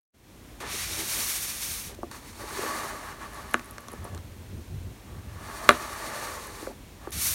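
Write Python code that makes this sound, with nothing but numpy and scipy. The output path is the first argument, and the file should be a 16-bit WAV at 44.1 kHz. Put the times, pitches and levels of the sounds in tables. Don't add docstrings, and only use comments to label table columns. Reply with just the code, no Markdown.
import sys
import numpy as np
from scipy import signal
from scipy.fft import rfft, irfft, next_fast_len
from scipy.io import wavfile

SR = 44100
rng = np.random.default_rng(int(sys.argv[2]) if len(sys.argv) > 2 else 0)


def digitize_waveform(pressure):
    field = np.atleast_2d(pressure).T
    bounded = np.clip(field, -1, 1)
    quanta = np.round(bounded * 32767).astype(np.int16)
    wavfile.write(sys.argv[1], SR, quanta)


N = 323694
TIME = np.arange(N) / SR
RING_TIME = np.arange(SR // 3) / SR


def from_db(db):
    return 10 ** (np.asarray(db) / 20)


def rms_one(x):
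    return x / np.sqrt(np.mean(x ** 2) + 1e-20)


def cut(x, hz, kind, order=2):
    return signal.sosfilt(signal.butter(order, min(hz, .45 * SR), kind, fs=SR, output="sos"), x)


def split(x, hz, order):
    forward = cut(x, hz, "low", order)
    low = cut(forward[::-1], hz, "low", order)[::-1]
    return rms_one(low), rms_one(x - low)


def coloured(x, spectrum):
    hz, db = np.transpose(spectrum)
    size = next_fast_len(N)
    octave = np.log2(np.maximum(np.fft.rfftfreq(size, 1 / SR), 1))
    known = np.log2(hz)
    beyond = np.abs(octave - np.clip(octave, known[0], known[-1]))
    gain = from_db(np.interp(octave, known, db) - 20 * beyond)
    return rms_one(irfft(rfft(x, size) * gain, size)[:N])


def shaped(x, bands):
    for hz, width_hz, db in bands:
        x = x + (from_db(db) - 1) * signal.lfilter(*signal.iirpeak(hz, hz / width_hz, fs=SR), x)
    return x


def resonance(x, hz, width_hz):
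    carrier = np.exp(2j * np.pi * np.cumsum(hz) / SR)
    return rms_one(np.real(carrier * cut(x / carrier, width_hz / 2, "low")))


def disperse(x, hz, width_hz):
    radius = np.exp(-np.pi * width_hz / SR)
    poles = [1, -2 * radius * np.cos(2 * np.pi * hz / SR), radius * radius]
    return signal.lfilter(poles[::-1], poles, x)


def flicker(per_s, spread_db):
    steps = rng.standard_normal(4096)
    wander = rms_one(np.interp(TIME * per_s, np.arange(len(steps)), steps))
    return from_db(spread_db * wander)


def stick_slip(per_s, spread_db):
    impulses = (rng.random(N) < per_s / SR) * rng.standard_normal(N)
    return rms_one(impulses * from_db(spread_db * np.clip(rng.standard_normal(N), -2, 2)))


def decay(t60):
    return from_db(-60 * RING_TIME / t60)


def ring(modes, vary_db):
    hz, db, t60 = np.transpose(modes)[:, :, None]
    strength = from_db(db + vary_db * rng.standard_normal(db.shape))
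    return np.sum(strength * decay(t60) * np.cos(2 * np.pi * hz * RING_TIME), axis=0)


def add(track, s, sound, level_db):
    start = int(s * SR)
    part = sound[:N - start]
    track[start:start + len(part)] += from_db(level_db) * part / np.std(sound[:SR // 100])


def stroke_gain(rows):
    s, db = np.transpose(rows)
    gate = np.clip(1 + np.minimum(TIME - s[0], s[-1] - TIME) / .003, 0, 1)
    return gate * from_db(np.interp(TIME, s, db))


def swells(rows):
    gains = 0
    for s, width, *db in rows:
        bell = np.cos(np.pi / 2 * np.clip((TIME - s) / width, -1, 1)) ** 2
        gains = gains + np.outer(from_db(db), bell)
    return gains


# f/Hz, relative level/dB
HUSH_SPECTRUM = [(12, -43), (20, -24), (49, 4.5), (70, -2.5), (162, -10), (221, -7), (292, -9),
                 (431, -14.5), (843, -20), (969, -19.5), (1280, -23), (2300, -23.5), (4890, -28),
                 (9300, -30), (15800, -34.5)]
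def room_hush(level_db=-45.5):
    return from_db(level_db) * coloured(rng.standard_normal(N), HUSH_SPECTRUM)


def reflections(x, wet_db, t60, wall_hz, delay_s):
    onset = np.clip(RING_TIME / delay_s - 1, 0, 1)
    tail = rng.standard_normal(len(RING_TIME)) * decay(t60) * onset
    tail = cut(tail / np.linalg.norm(tail), wall_hz, "low", order=1)
    return from_db(wet_db) * signal.fftconvolve(x, tail)[:N]


# centre t/s, width/s, level/dB
RUMBLE_SWELLS = [(0.69, 0.051, -49), (0.93, 0.5, -51.5), (1.7, .08, -46), (1.88, 0.055, -48),
                 (2.0, 0.056, -50), (4.01, .08, -40), (4.15, 0.072, -36), (4.35, .3, -47),
                 (4.56, 0.093, -32), (4.75, 0.096, -33.5), (4.87, 0.077, -37.5), (5.15, 0.086, -35.5),
                 (5.28, 0.089, -40), (5.4, 0.19, -46), (5.71, 0.076, -39.5), (7.17, 0.043, -30.5),
                 (7.28, 0.11, -41.5)]
# f/Hz, relative level/dB
RUMBLE_SPECTRUM = [(30, -22), (55, -8.5), (75, -1), (95, 0.5), (125, -9.5), (160, -11), (280, -24),
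                   (380, -22), (520, -35.5)]
def low_rumble(hold_db=-53.5):
    swell, = swells(RUMBLE_SWELLS)
    return (from_db(hold_db) + swell) * coloured(rng.standard_normal(N), RUMBLE_SPECTRUM)


# f/Hz, bandwidth/Hz, gain/dB
BOARD_RESONANCES = [(1160, 90, 4.5), (2315, 180, 3.5), (3740, 320, 3), (4550, 200, 4), (5630, 420, 3.5),
                    (6400, 550, 2.5), (9350, 500, 1)]
def rubbed(spectrum):
    return coloured(shaped(rng.standard_normal(N), BOARD_RESONANCES), spectrum)


# t/s, level/dB
SKIN_STROKES = [
    [(0.604, -40), (0.644, -52), (0.734, -35), (0.892, -36.5), (1.112, -30.5), (1.42, -31.5), (1.526, -37),
     (1.71, -34), (1.878, -42.5), (1.942, -58), (1.95, -48)],
    [(7.12, -42), (7.124, -38.5), (7.2, -31.5), (7.222, -27.5), (7.292, -27.5), (7.34, -31)],
]
SKIN_PRESSURES = [1, -3]
# f/Hz, relative level/dB
SKIN_SPECTRUM = [(500, -12.5), (1100, -8), (1400, -6.5), (2000, -3.5), (3500, -3), (6000, 0.5), (7800, 1),
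                 (9300, 3), (12000, 0.5), (15800, -8)]
def brushing(rub_db=-14, ease_db_per_s=5, rub_exponent=0.65):
    rub, hiss = 0, 0
    for stroke, pressure_db in zip(SKIN_STROKES, SKIN_PRESSURES):
        speed = stroke_gain(stroke)
        age = np.maximum(TIME - stroke[0][0], 0)
        hiss = hiss + speed
        rub = rub + speed ** rub_exponent * from_db(rub_db + pressure_db - ease_db_per_s * age)
    slips = rubbed(SKIN_SPECTRUM) * flicker(per_s=30, spread_db=1.4)
    dull, fine = split(slips, hz=3740, order=2)
    smooth, sharp = split(fine, hz=10800, order=2)
    lightness = np.minimum(hiss / (rub + 1e-9), 3)
    return rub * dull + hiss * (from_db(-1.43) * smooth + from_db(-9) * lightness * sharp)


# f/Hz, relative level/dB, T60/s
BOX_MODES = [(245, -20, 0.15), (325, -25, 0.24), (402, -19.5, 0.12), (489, -20, 0.071), (592, -10.5, 0.049),
             (702, -20.5, 0.089), (902, -5, 0.011), (1154.5, 1, 0.025), (1272, -9, 0.037),
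             (1383, -4.5, 0.021), (1468, -6, 0.032), (1580, -4.5, 0.016), (1704, -14, 0.058),
             (2046, -13, 0.026), (2360, -6.5, 0.0097), (2835, -6.5, 0.0091), (3390, -10.5, 0.0049),
             (3900, -5.5, 0.012), (6130, -3, 0.0041), (7440, 11.5, 0.0064)]
def box_ring(vary_db):
    return ring(BOX_MODES, vary_db)


# t/s, level/dB
LID_STROKES = [
    [(2.113, -46.5), (2.16, -49.5), (2.21, -59), (2.28, -51), (2.335, -61)],
    [(2.33, -60.5), (2.41, -46.5), (2.46, -45.5), (2.51, -41.5), (2.64, -35.5), (2.8, -35.5), (2.89, -38.5),
     (3.0, -43), (3.16, -49), (3.52, -45), (3.76, -51.5), (4.08, -51), (4.19, -55)],
    [(5.28, -56.5), (5.48, -43), (5.72, -38), (5.98, -40.5), (6.08, -38), (6.27, -38), (6.35, -41),
     (6.53, -47), (6.66, -47), (6.74, -69.5)],
]
# t/s, fraction drawn out
LID_TRAVEL = [(2.35, 0), (2.58, 0.07), (2.7, .35), (3.0, 0.78), (3.7, 1), (5.3, 0.8), (5.8, 0.75),
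              (6.2, 0.39), (6.5, .16), (6.65, 0.04)]
# centre t/s, width/s, ring level/dB, drag level/dB
WOOD_SCUFFS = [(0.616, 0.019, -39, -41.5), (0.636, 0.042, -38, -44.5), (0.675, 0.069, -38.5, -48),
               (0.745, 0.021, -60, -42.5), (0.91, 0.066, -64, -46), (1.01, 0.062, -43, -40.5),
               (1.18, 0.11, -41, -44.5), (1.915, 0.048, -51, -47.5), (2.41, .04, -68, -54),
               (3.09, 0.082, -40.5, -59.5), (3.235, 0.052, -39.5, -58), (3.37, 0.074, -47.5, -55),
               (3.93, .04, -51, -52), (4.06, 0.044, -52, -46), (4.14, 0.067, -76, -49),
               (5.15, 0.17, -53.5, -54), (6.71, 0.042, -58, -42.5), (7.055, 0.087, -45.5, -52)]
# f/Hz, relative level/dB
FRICTION_SPECTRUM = [(200, -2.5), (360, 5.5), (600, -1), (850, 7), (1130, 0.5), (1300, -1), (1480, -6),
                     (1850, 3.5), (2300, -4.5), (3000, -4)]
# f/Hz, relative level/dB
GROOVE_SPECTRUM = [(2000, 3), (3000, -4), (4300, -0.5), (5500, -2.5), (8000, 0), (9600, 0), (11800, -3.5),
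                   (15800, -10.5)]
# f/Hz, bandwidth/Hz, gain/dB
RAIL_RESONANCE = [(4430, 440, 2.5)]
def sliding_lid(drag_db=-4.5, drag_loss_db=3.5, hiss_db=1, hiss_loss_db=5, ring_loss_db=1.5):
    opening = np.clip(np.interp(TIME, *np.transpose(LID_TRAVEL)), 0, 1)
    gap = np.tanh(opening / 0.33)
    speed = sum(stroke_gain(stroke) for stroke in LID_STROKES)
    drag = speed * from_db(drag_db - drag_loss_db * opening)
    creep = 1 / (1 + (speed / from_db(-47.5)) ** 4)
    hiss = speed * from_db(hiss_db - hiss_loss_db * opening + 8 * creep * (0.5 - gap))

    unevenness = flicker(per_s=45, spread_db=0.7)
    slips = stick_slip(per_s=12000, spread_db=2.5) * unevenness
    body = coloured(signal.fftconvolve(slips, box_ring(vary_db=0.5))[:N], FRICTION_SPECTRUM)
    low, high = split(body, hz=732, order=4)
    judder = stick_slip(per_s=4000, spread_db=0) * unevenness
    air = resonance(judder, hz=np.interp(gap, [0, 1], [335, 644]), width_hz=130)
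    lid = resonance(judder, hz=np.interp(gap, [0, 1], [938, 1207]), width_hz=117)
    free_end = opening * resonance(judder, hz=np.full(N, 1145), width_hz=61)
    surface = shaped(rubbed(GROOVE_SPECTRUM), RAIL_RESONANCE) * flicker(per_s=45, spread_db=1)

    wood = from_db(1.23 - ring_loss_db * opening) * high + from_db(-7) * lid + from_db(-6.5) * free_end
    running = drag * (low + from_db(-1) * air) + speed * wood + hiss * surface
    scuff_ring, scuff_drag = swells(WOOD_SCUFFS)
    scuffed_wood = from_db(-3.5) * high + from_db(-2.5) * free_end + from_db(-14) * surface
    return running + scuff_drag * low + scuff_ring * scuffed_wood


# t/s, level/dB
JOINT_CONTACTS = [(3.333, -52), (3.345, -50), (3.5115, -45), (3.538, -35.5), (3.549, -51), (3.645, -50),
                  (3.658, -49.5), (3.710, -42.5), (3.806, -51), (3.884, -51), (3.918, -44), (3.932, -47),
                  (4.044, -44), (4.049, -48.5), (5.703, -35), (5.716, -38), (6.471, -43), (7.107, -44.5)]
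# f/Hz, relative level/dB, T60/s
JOINT_MODES = [(8800, -2, 0.004), (10030, 4, 0.012), (10900, -4.5, 0.018), (11300, -16, 0.011),
               (12100, -19, 0.0039)]
def figure_ticks():
    out = np.zeros(N)
    for s, level_db in JOINT_CONTACTS:
        detune = rng.uniform(.97, 1.04)
        tick = ring(np.multiply(JOINT_MODES, [detune, 1, 1]), vary_db=2.5)
        add(out, s, cut(tick, 5800, "high"), level_db)
    return out


# t/s, level/dB before the high-pass, f/Hz
LID_IMPACTS = [(1.989, -36, 335), (2.033, -27, 352), (2.44, -33.5, 384), (2.592, -28, 383),
               (2.637, -29.5, 474), (3.547, -27.5, 345), (6.628, -31.5, 327), (6.673, -28.5, 518),
               (7.075, -30, 340)]
def lid_bumps():
    out = np.zeros(N)
    for s, level_db, hz in LID_IMPACTS:
        tock = np.sin(2 * np.pi * hz * RING_TIME) * decay(t60=0.041)
        box = cut(box_ring(vary_db=6), 610, "low", order=4)
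        bump = rms_one(tock) + from_db(-5.5) * rms_one(box)
        add(out, s, cut(bump, 960, "low"), level_db)
    return cut(out, 320, "high")


# t/s, level/dB before the high-pass, contact bandwidth/Hz, relative crack level/dB
WOOD_IMPACTS = [(0.605, -42, 1390, -20), (2.031, -30.5, 870, -25), (2.114, -43, 4000, 3),
                (2.508, -40, 1290, -28), (3.5426, -16, 3030, -19), (3.595, -38.5, 2500, -6),
                (3.782, -36.5, 2400, -7.5), (3.8842, -39.5, 1090, -3.5), (3.936, -38, 566, -19),
                (4.051, -35.5, 770, -19), (4.148, -44, 1700, 4), (4.177, -45, 1700, -2),
                (5.691, -1, 4480, -30.5), (5.708, -18.5, 2600, -21), (6.669, -39, 2000, -18),
                (7.072, -35, 990, -36)]
def knocks():
    out = np.zeros(N)
    for s, level_db, contact_hz, crack_db in WOOD_IMPACTS:
        blow = rms_one(cut(box_ring(vary_db=1.9), contact_hz, "low", order=4))
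        blow = disperse(blow, hz=1223, width_hz=445)
        blow = disperse(blow, hz=397, width_hz=470)
        burst = rng.standard_normal(len(RING_TIME)) * decay(t60=0.0068)
        crack = cut(cut(burst, 1700, "high"), 7300, "low")
        add(out, s, blow + from_db(crack_db) * rms_one(crack), level_db)
    return cut(out, 192, "high")


def scene():
    impacts = knocks() + lid_bumps() + figure_ticks()
    hush = room_hush()
    reflected = reflections(impacts, wet_db=-16.5, t60=0.2, wall_hz=5000, delay_s=0.0018)
    mono = impacts + reflected + brushing() + sliding_lid() + low_rumble() + hush
    return np.array([mono, mono])


# f/Hz, bandwidth/Hz, gain/dB
MICROPHONE_DIPS = [(2940, 310, -1.5), (4810, 350, -4), (7720, 746, -2.5), (10370, 620, -3.5)]
# t/s, gain/dB
FADE_CURVE = [(0.12, -59), (0.145, -14.5), (0.3, -5), (0.5, -2)]
def record(dry, cutoff_hz=15900):
    picked_up = cut(shaped(dry, MICROPHONE_DIPS), 31.6, "high")
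    faded = picked_up * from_db(np.interp(TIME, *np.transpose(FADE_CURVE)))
    clipped = np.clip(faded, -1, 1)
    return signal.sosfilt(signal.ellip(12, .1, 70, cutoff_hz, fs=SR, output="sos"), clipped)


dry = scene()
out = record(dry)
digitize_waveform(out)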